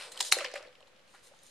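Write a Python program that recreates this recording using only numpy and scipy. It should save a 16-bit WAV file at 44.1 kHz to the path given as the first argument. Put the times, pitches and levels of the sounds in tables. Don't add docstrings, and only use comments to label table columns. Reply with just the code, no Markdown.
import sys
import numpy as np
from scipy import signal
from scipy.fft import rfft, irfft
from scipy.io import wavfile
from scipy.ndimage import uniform_filter1d

SR = 44100
rng = np.random.default_rng(int(sys.argv[2]) if len(sys.argv) > 2 else 0)


def master_out(mix):
    frames = np.transpose(np.atleast_2d(mix))
    ceiling = np.clip(frames, -1, 1)
    pcm = np.round(ceiling * 32767).astype(np.int16)
    wavfile.write(sys.argv[1], SR, pcm)


def boost_factor(decibels):
    exponent = np.asarray(decibels, float) / 20
    return 10 ** exponent


N = 66150
CRACK_Q = 3.58


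def evened(x):
    return x / np.sqrt(np.mean(x ** 2) + 1e-20)


def peaked(x):
    return x / (abs(x).max() + 1e-20)


def read(points, hz):
    f, value = np.transpose(points)
    return np.interp(np.log(hz + 1), np.log(f + 1), value)


def add(mix, s, sound):
    at = round(s * SR)
    sound = sound[max(-at, 0):]
    part = mix[max(at, 0):][:len(sound)]
    part += sound[:len(part)]


def bell(t, length):
    return np.exp(-(2 * t / length) ** 2)


def dull(x):
    return signal.sosfilt(signal.butter(6, 15000, fs=SR, output="sos"), x)


def resonate(x, hz, width):
    b, a = signal.iirpeak(min(hz, SR / 2.2), max(hz / width, .5), SR)
    return signal.lfilter(b, a, x)


def pair(size, same):
    hz = np.fft.rfftfreq(size, 1 / SR)
    left, other = rfft(rng.standard_normal((2, size)), axis=1)
    likeness = np.clip(read(same, hz), -1, 1)
    right = likeness * left + np.sqrt(1 - likeness ** 2) * other
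    return hz, np.array([left, right])


def blades(x):
    # (pitch [Hz], width [Hz], level [dB])
    steel_modes = [(1890, 320, 2.5), (2850, 360, -1), (4000, 440, 5.5), (5670, 550, -2.5),
                   (6660, 530, -0.5), (7880, 890, 3.5), (8420, 800, 3.5), (9830, 1100, -3.5),
                   (12650, 3600, -9)]
    out = 0
    for k, (hz, width, db) in enumerate(steel_modes):
        out = out + (-1) ** k * boost_factor(db) * resonate(x, hz, width)
    return out


def fibres(shape):
    size = boost_factor(2 * np.minimum(rng.exponential(1, shape), 4))
    breaks = rng.random(shape) < 9000 / SR
    return size * rng.standard_normal(shape) * breaks


def crack_clusters(rows, q):
    out, t = np.zeros(N), np.arange(-441, 882) / SR
    strike = 2.18 * (t == 0)
    for (s, db, hz, length, bright), breaks in zip(rows, fibres((len(rows), len(t)))):
        drive = (breaks + strike) * bell(t, length)
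        tone = resonate(resonate(drive, hz, hz / q), hz, 2 * hz / q)
        bright = np.clip(bright, 0, 1)
        crack = (1 - bright) * evened(tone) + bright * evened(blades(drive))
        add(out, s + t[0], boost_factor(db) * peaked(crack))
    return out


def board_knocks(rows):
    # (pitch [Hz], level [dB], t60 [s])
    board_modes = [(379.5, -11.5, 0.06), (529, -6.5, 0.035), (565, -11, 0.055), (620, -16.5, 0.1),
                   (780, -5.5, 0.084), (1026, -13, 0.018), (1720, -6, 0.022)]
    reach_db = -27.5
    wobble, wobble_s, wobble_rise_s, onset_s = 0.68, 0.0038, 0.011, 0.00071
    out, t = np.zeros(N), np.arange(0, .2, 1 / SR)
    size = round(wobble_s * SR)
    noise = rng.standard_normal((len(rows), len(t)))
    shakes = evened(uniform_filter1d(uniform_filter1d(noise, size), size))
    spots = rng.choice([-1, 1], (len(rows), len(board_modes)))
    for (s, db, hz, ring_s), spot, shake in zip(rows, spots, shakes):
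        ring = boost_factor(-60 * t / ring_s) * np.sin(2 * np.pi * hz * t)
        for (mode_hz, mode_db, t60), sign in zip(board_modes, spot):
            far_db = reach_db * min(abs(np.log2(mode_hz / hz)), .5)
            fade = boost_factor(mode_db + far_db - 60 * t / t60)
            ring = ring + sign * fade * np.sin(2 * np.pi * mode_hz * t)
        broken = 1 + wobble * shake * np.minimum(t / wobble_rise_s, 1)
        add(out, s, boost_factor(db) * peaked(ring * np.minimum(t / onset_s, 1)) * broken)
    return signal.sosfilt(signal.butter(4, 298, "high", fs=SR, output="sos"), out)


def friction(rows):
    out = np.zeros(N)
    for (s, length, db, hz, steel), grit in zip(rows, fibres((len(rows), 22000))):
        u = np.minimum(np.arange(len(grit)) / SR / length, 1)
        stroke = np.sin(np.pi * u ** .7) * (u < 1)
        width = hz * min(hz / 1500, 1.3)
        card = evened(resonate(resonate(grit, hz, width), hz, 2 * width))
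        card = card + hz / 12000 * evened(blades(grit))
        scrape = evened(resonate(grit, 8100, 720))
        add(out, s, boost_factor(db) * stroke * ((1 - steel) * evened(card) + steel * scrape))
    return out


def hum():
    # (frequency [Hz], level [dB per Hz])
    spectrum = [(15, -72), (25, -21.5), (237, -20.5), (301, -21), (440, -22), (535, -13), (640, -21.5),
                (2930, -23.5), (15000, -45)]
    # (frequency [Hz], likeness [0-1])
    likeness = [(60, 0.13), (240, 0.53), (930, 0.36), (3690, 0.17), (14600, 0.14)]
    hz, z = pair(N, likeness)
    return boost_factor(-63.5) * evened(irfft(z * boost_factor(read(spectrum, hz)), N, axis=1))


def slides():
    # (start [s], length [s], level [dB], pitch [Hz], steel share [0-1])
    strokes = [(-.05, 0.16, -43.5, 2720, 0.19), (-.1, 0.87, -54, 537, 0.37),
               (0.109, 0.23, -51.5, 2760, 0.23), (.235, 0.07, -39.5, 5150, 0.06), (.33, 0.16, -46, 2360, 0),
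               (.545, 0.061, -50.5, 2480, 0), (1.064, 0.19, -66.5, 4900, 0.24),
               (1.132, 0.097, -64, 1950, 0.07), (1.219, 0.1, -60.5, 5960, 0.1),
               (1.289, 0.26, -69.5, 4860, 0), (1.409, 0.23, -62, 5680, 0.07)]
    return dull(friction(strokes))


def scuffs():
    # (start [s], length [s], level [dB], pitch [Hz])
    rubs = [
        (-.03, 0.18, -57, 1100),
        (.14, 0.064, -55, 1050),
        (.325, 0.2, -50.5, 1298),
        (.33, 0.14, -57.5, 358.4),
        (.548, .16, -59, 1350),
        (0.359, 0.079, -48, 640),
        (1.135, .035, -58, 1250),
    ]
    return friction([(*row, 0) for row in rubs])


def further_cracks():
    # (time [s], peak [dB], pitch [Hz], length [s], bright share [0-1])
    breaks = [(.012, -37.5, 2680, .003, 0.2), (.2268, -25.5, 7500, 0.0042, 0),
              (.3244, -13, 10060, 0.0012, 0.17), (.326, -13.5, 7485, 0.0014, 0.23),
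              (.3235, -25, 1350, 0.0042, 0), (.3425, -28, 5600, 0.0027, .2), (.343, -33, 1880, 0.0023, 0),
              (.346, -34, 4000, .003, .1), (.353, -33, 3900, 0.0037, .1), (.377, -29.5, 5500, .002, 0.1),
              (.411, -36, 2900, .003, .1), (.4255, -38, 2280, 0.0037, 0.06), (.447, -28.5, 4930, 0.0029, 0),
              (.474, -37, 2625, .004, .1), (.502, -41.5, 2000, 0.0033, 0), (.5165, -41, 2190, .004, 0.23),
              (.545, -40.5, 2310, .006, 0), (.561, -35, 1730, .012, .1), (.579, -43, 2880, .004, .1),
              (.595, -48, 1250, .006, 0), (.610, -48, 2500, 0.0038, 0), (.637, -51.5, 1350, 0.0044, 0.04),
              (.811, -56, 1000, .005, 0), (.879, -59, 950, 0.0039, 0), (1.146, -52.5, 900, .005, 0),
              (1.336, -58, 1400, .008, 0.07)]
    return crack_clusters(breaks, CRACK_Q)


def ticks():
    # (time [s], peak [dB], pitch [Hz], length [s], bright share [0-1])
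    taps = [(.122, -35, 6470, 0.0098, 0.8), (.729, -53, 3000, 0.0051, 0.17),
            (.754, -49, 2950, 0.0056, 0.07), (.8065, -49.5, 3000, .004, 0.35),
            (.8275, -46, 2880, 0.0037, 0.01), (.874, -53, 3600, 0.006, 0.05),
            (.880, -56, 5020, 0.0035, 0.7), (.932, -62, 2515, .003, 0.1), (.964, -53.5, 2995, 0.0047, 0),
            (.975, -56.5, 2790, .003, 0.07), (.995, -54, 3040, 0.002, 0.22),
            (1.0785, -52, 2344, 0.0006, 0.43), (1.094, -54, 2950, 0.0027, 0.07),
            (1.140, -53, 1210, 0.0034, 0.3), (1.150, -50.5, 1380, 0.01, 0.47),
            (1.272, -48, 8400, 0.0034, 0.93), (1.338, -55, 800, .012, 0.05),
            (1.391, -51, 5940, 0.0028, 0.43), (1.434, -45, 9550, 0.0016, 0.12),
            (1.466, -44.5, 7000, 0.002, 0.35)]
    return crack_clusters(taps, 2.4)


def cracks():
    # (time [s], peak [dB], pitch [Hz], length [s], bright share [0-1])
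    breaks = [(.159, -42, 4570, 0.0053, 0.1), (.1755, -29, 3040, 0.0071, 0.37),
              (.194, -33, 3150, 0.0089, 0.9), (.2045, -18, 5000, 0.0035, 0.64),
              (.2065, -14, 3360, 0.00092, 0.33), (.210, -16.5, 5500, 0.004, 0.42),
              (.2275, -24, 4420, 0.007, 0.46), (.320, -16, 5525, 0.0081, .25),
              (.3250, -4, 3950, 0.0027, 0.84), (.330, -21, 5500, 0.005, 0.05),
              (.386, -27, 3700, .003, 0.85), (.388, -26, 1930, 0.0028, 0.38),
              (.407, -29, 2540, 0.0031, 0.1), (.4465, -26, 2020, 0.0048, 0.16),
              (.451, -25.5, 2800, .002, 0.08), (.454, -30, 3600, 0.0036, 0), (.461, -29, 2443, .004, 0),
              (.516, -45, 5400, 0.003, 0.1), (.5395, -34, 5033, 0.003, 0.36),
              (.557, -34.5, 2150, 0.0059, 0.25), (.562, -35, 2630, 0.0067, 0.08),
              (.575, -40.5, 2150, 0.01, 0.15), (.627, -45.5, 5130, 0.0045, 0.28)]
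    return crack_clusters(breaks, CRACK_Q)


def knocks():
    # (time [s], peak [dB], pitch of the struck spot [Hz], t60 [s])
    hits = [(.2055, -28, 976, .025), (.3225, -25, 1182, 0.007), (.324, -32, 777, 0.087),
            (.3675, -29.5, 512, 0.032), (.376, -42.5, 618, 0.037), (.408, -35.5, 1262, 0.042),
            (.409, -40.5, 590, 0.031), (.449, -35.5, 990, 0.024), (.474, -43.5, 485, 0.047),
            (.518, -53.5, 490, 0.031), (.539, -32.5, 582, 0.021), (.556, -43, 780, 0.027),
            (.560, -40.5, 1230, 0.045), (.576, -48, 620, 0.03), (.605, -43.5, 558, 0.032),
            (.627, -48.5, 597, 0.1), (.675, -51, 502, 0.065), (.731, -63, 592, 0.093),
            (.805, -55.5, 606, .04), (.830, -54, 563, 0.056), (1.144, -56, 780, .025),
            (1.313, -54, 556, 0.04)]
    return board_knocks(hits)


def snap():
    snap_s, snap_db, length_s, from_hz, to_hz = .3233, -12, 0.002, 3100, 1635
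    out, t = np.zeros(N), np.arange(-220, 220) / SR
    hz = to_hz + (from_hz - to_hz) * np.clip(.5 - t / length_s, 0, 1)
    whip = bell(t, length_s) * np.sin(2 * np.pi * np.cumsum(hz) / SR)
    add(out, snap_s + t[0], boost_factor(snap_db) * whip)
    return out


def thump():
    t = np.arange(N) / SR - .3245
    left_right_db = np.array([[-12.5], [0]])
    return boost_factor(-35 + left_right_db) * bell(t, 0.0017)


def rattle(count=70):
    start_s, length_s, low_hz, high_hz = 0.4, .3, 1500, 5500
    when, size, pitch = rng.random((count, 3)).T
    hz = low_hz * (high_hz / low_hz) ** pitch
    db = -38 - 13 * when - 19.0 * size
    rows = [(start_s + length_s * u, d, f, .0025, .15) for u, d, f in zip(when, db, hz)]
    return crack_clusters(rows, 5.6)


def bends():
    # (centre [s], peak [dB], pitch [Hz], length [s])
    swells = [
        (.422, -36, 565, 0.019),
        (.454, -37.5, 560, 0.013),
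        (.482, -49.5, 498, 0.042),
        (.565, -36, 565, .026),
        (0.584, -43, 545, .018),
    ]
    t = np.arange(N) / SR
    out = np.zeros(N)
    for s, db, hz, length in swells:
        out += boost_factor(db) * bell(t - s, length) * np.sin(2 * np.pi * hz * (t - s))
    return out


def flutters():
    # (time [s], peak [dB], pitch [Hz], t60 [s])
    taps = [(.655, -50.5, 474, 0.033), (.783, -59.5, 505, 0.033), (.863, -58.5, 503, 0.052),
            (.923, -62.5, 546, .05), (.964, -58.5, 537, .05), (.998, -61.5, 549, 0.057),
            (1.053, -65.5, 552, .04), (1.075, -64, 550, 0.038), (1.096, -65, 538, 0.053),
            (1.189, -62.5, 500, .04), (1.212, -64, 517, 0.035), (1.247, -59, 506, .04),
            (1.271, -59, 503, 0.043), (1.435, -64.5, 522, 0.034)]
    return board_knocks(taps)


def ports(near):
    # (frequency [Hz], side under mid [dB])
    side_level = [(300, -19.5), (1200, -22), (4300, -10.5), (8000, -4), (14000, -3)]
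    hz, t = np.fft.rfftfreq(N, 1 / SR), np.arange(512) / SR
    scatter = rng.standard_normal(len(t)) * np.exp(-t / .005)
    side = rfft(scatter / np.linalg.norm(scatter), N) * boost_factor(read(side_level, hz))
    return irfft(rfft(near) * (1 + np.array([side, -side])), N, axis=1)


def room(x):
    # (frequency [Hz], t60 [s])
    decay = [(200, 0.98), (500, 0.7), (1500, 0.67), (4000, 0.49), (8000, 0.36), (13000, 0.23)]
    # (frequency [Hz], likeness [0-1])
    likeness = [(300, 0.42), (1500, 0.94), (4000, 0.13), (9000, 0.1035)]
    # (frequency [Hz], level [dB])
    colour = [(600, -5.5), (1500, -7), (9000, 0), (12000, 1), (15000, -17.5)]
    late_db, start_s, early_db, early_t60_s = -7, .004, -12.5, 0.054
    noise = irfft(pair(SR, likeness)[1], axis=1)
    hz, t, z = signal.stft(noise, SR, nperseg=256)
    late = boost_factor(late_db - 60 * t / read(decay, hz)[:, None]) / np.sqrt(read(decay, 2010))
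    early = boost_factor(early_db - 60 * t / early_t60_s) / np.sqrt(early_t60_s)
    shaped = z * (late + early) * boost_factor(read(colour, hz))[:, None]
    tail = signal.istft(shaped, SR, nperseg=256)[1]
    tail = tail * np.sqrt(6 * np.log(10) / SR)
    tail = np.pad(tail, ((0, 0), (round(start_s * SR), 0)))
    return signal.fftconvolve(x[None], tail, axes=1)[:, :N]


def scene():
    cutting = cracks() + further_cracks() + snap() + rattle()
    handling = ticks() + slides() + scuffs()
    board = knocks() + flutters() + bends()
    near = cutting + handling + board
    return ports(near) + thump() + room(near) + dull(hum())


def roll_off(x):
    return signal.sosfilt(signal.butter(12, 15150, fs=SR, output="sos"), x)


def record(dry):
    cut = signal.sosfilt(signal.butter(8, 12460, fs=SR, output="sos"), dry)
    return roll_off(cut - 0.00042)


dry = scene()
out = record(dry)
master_out(out)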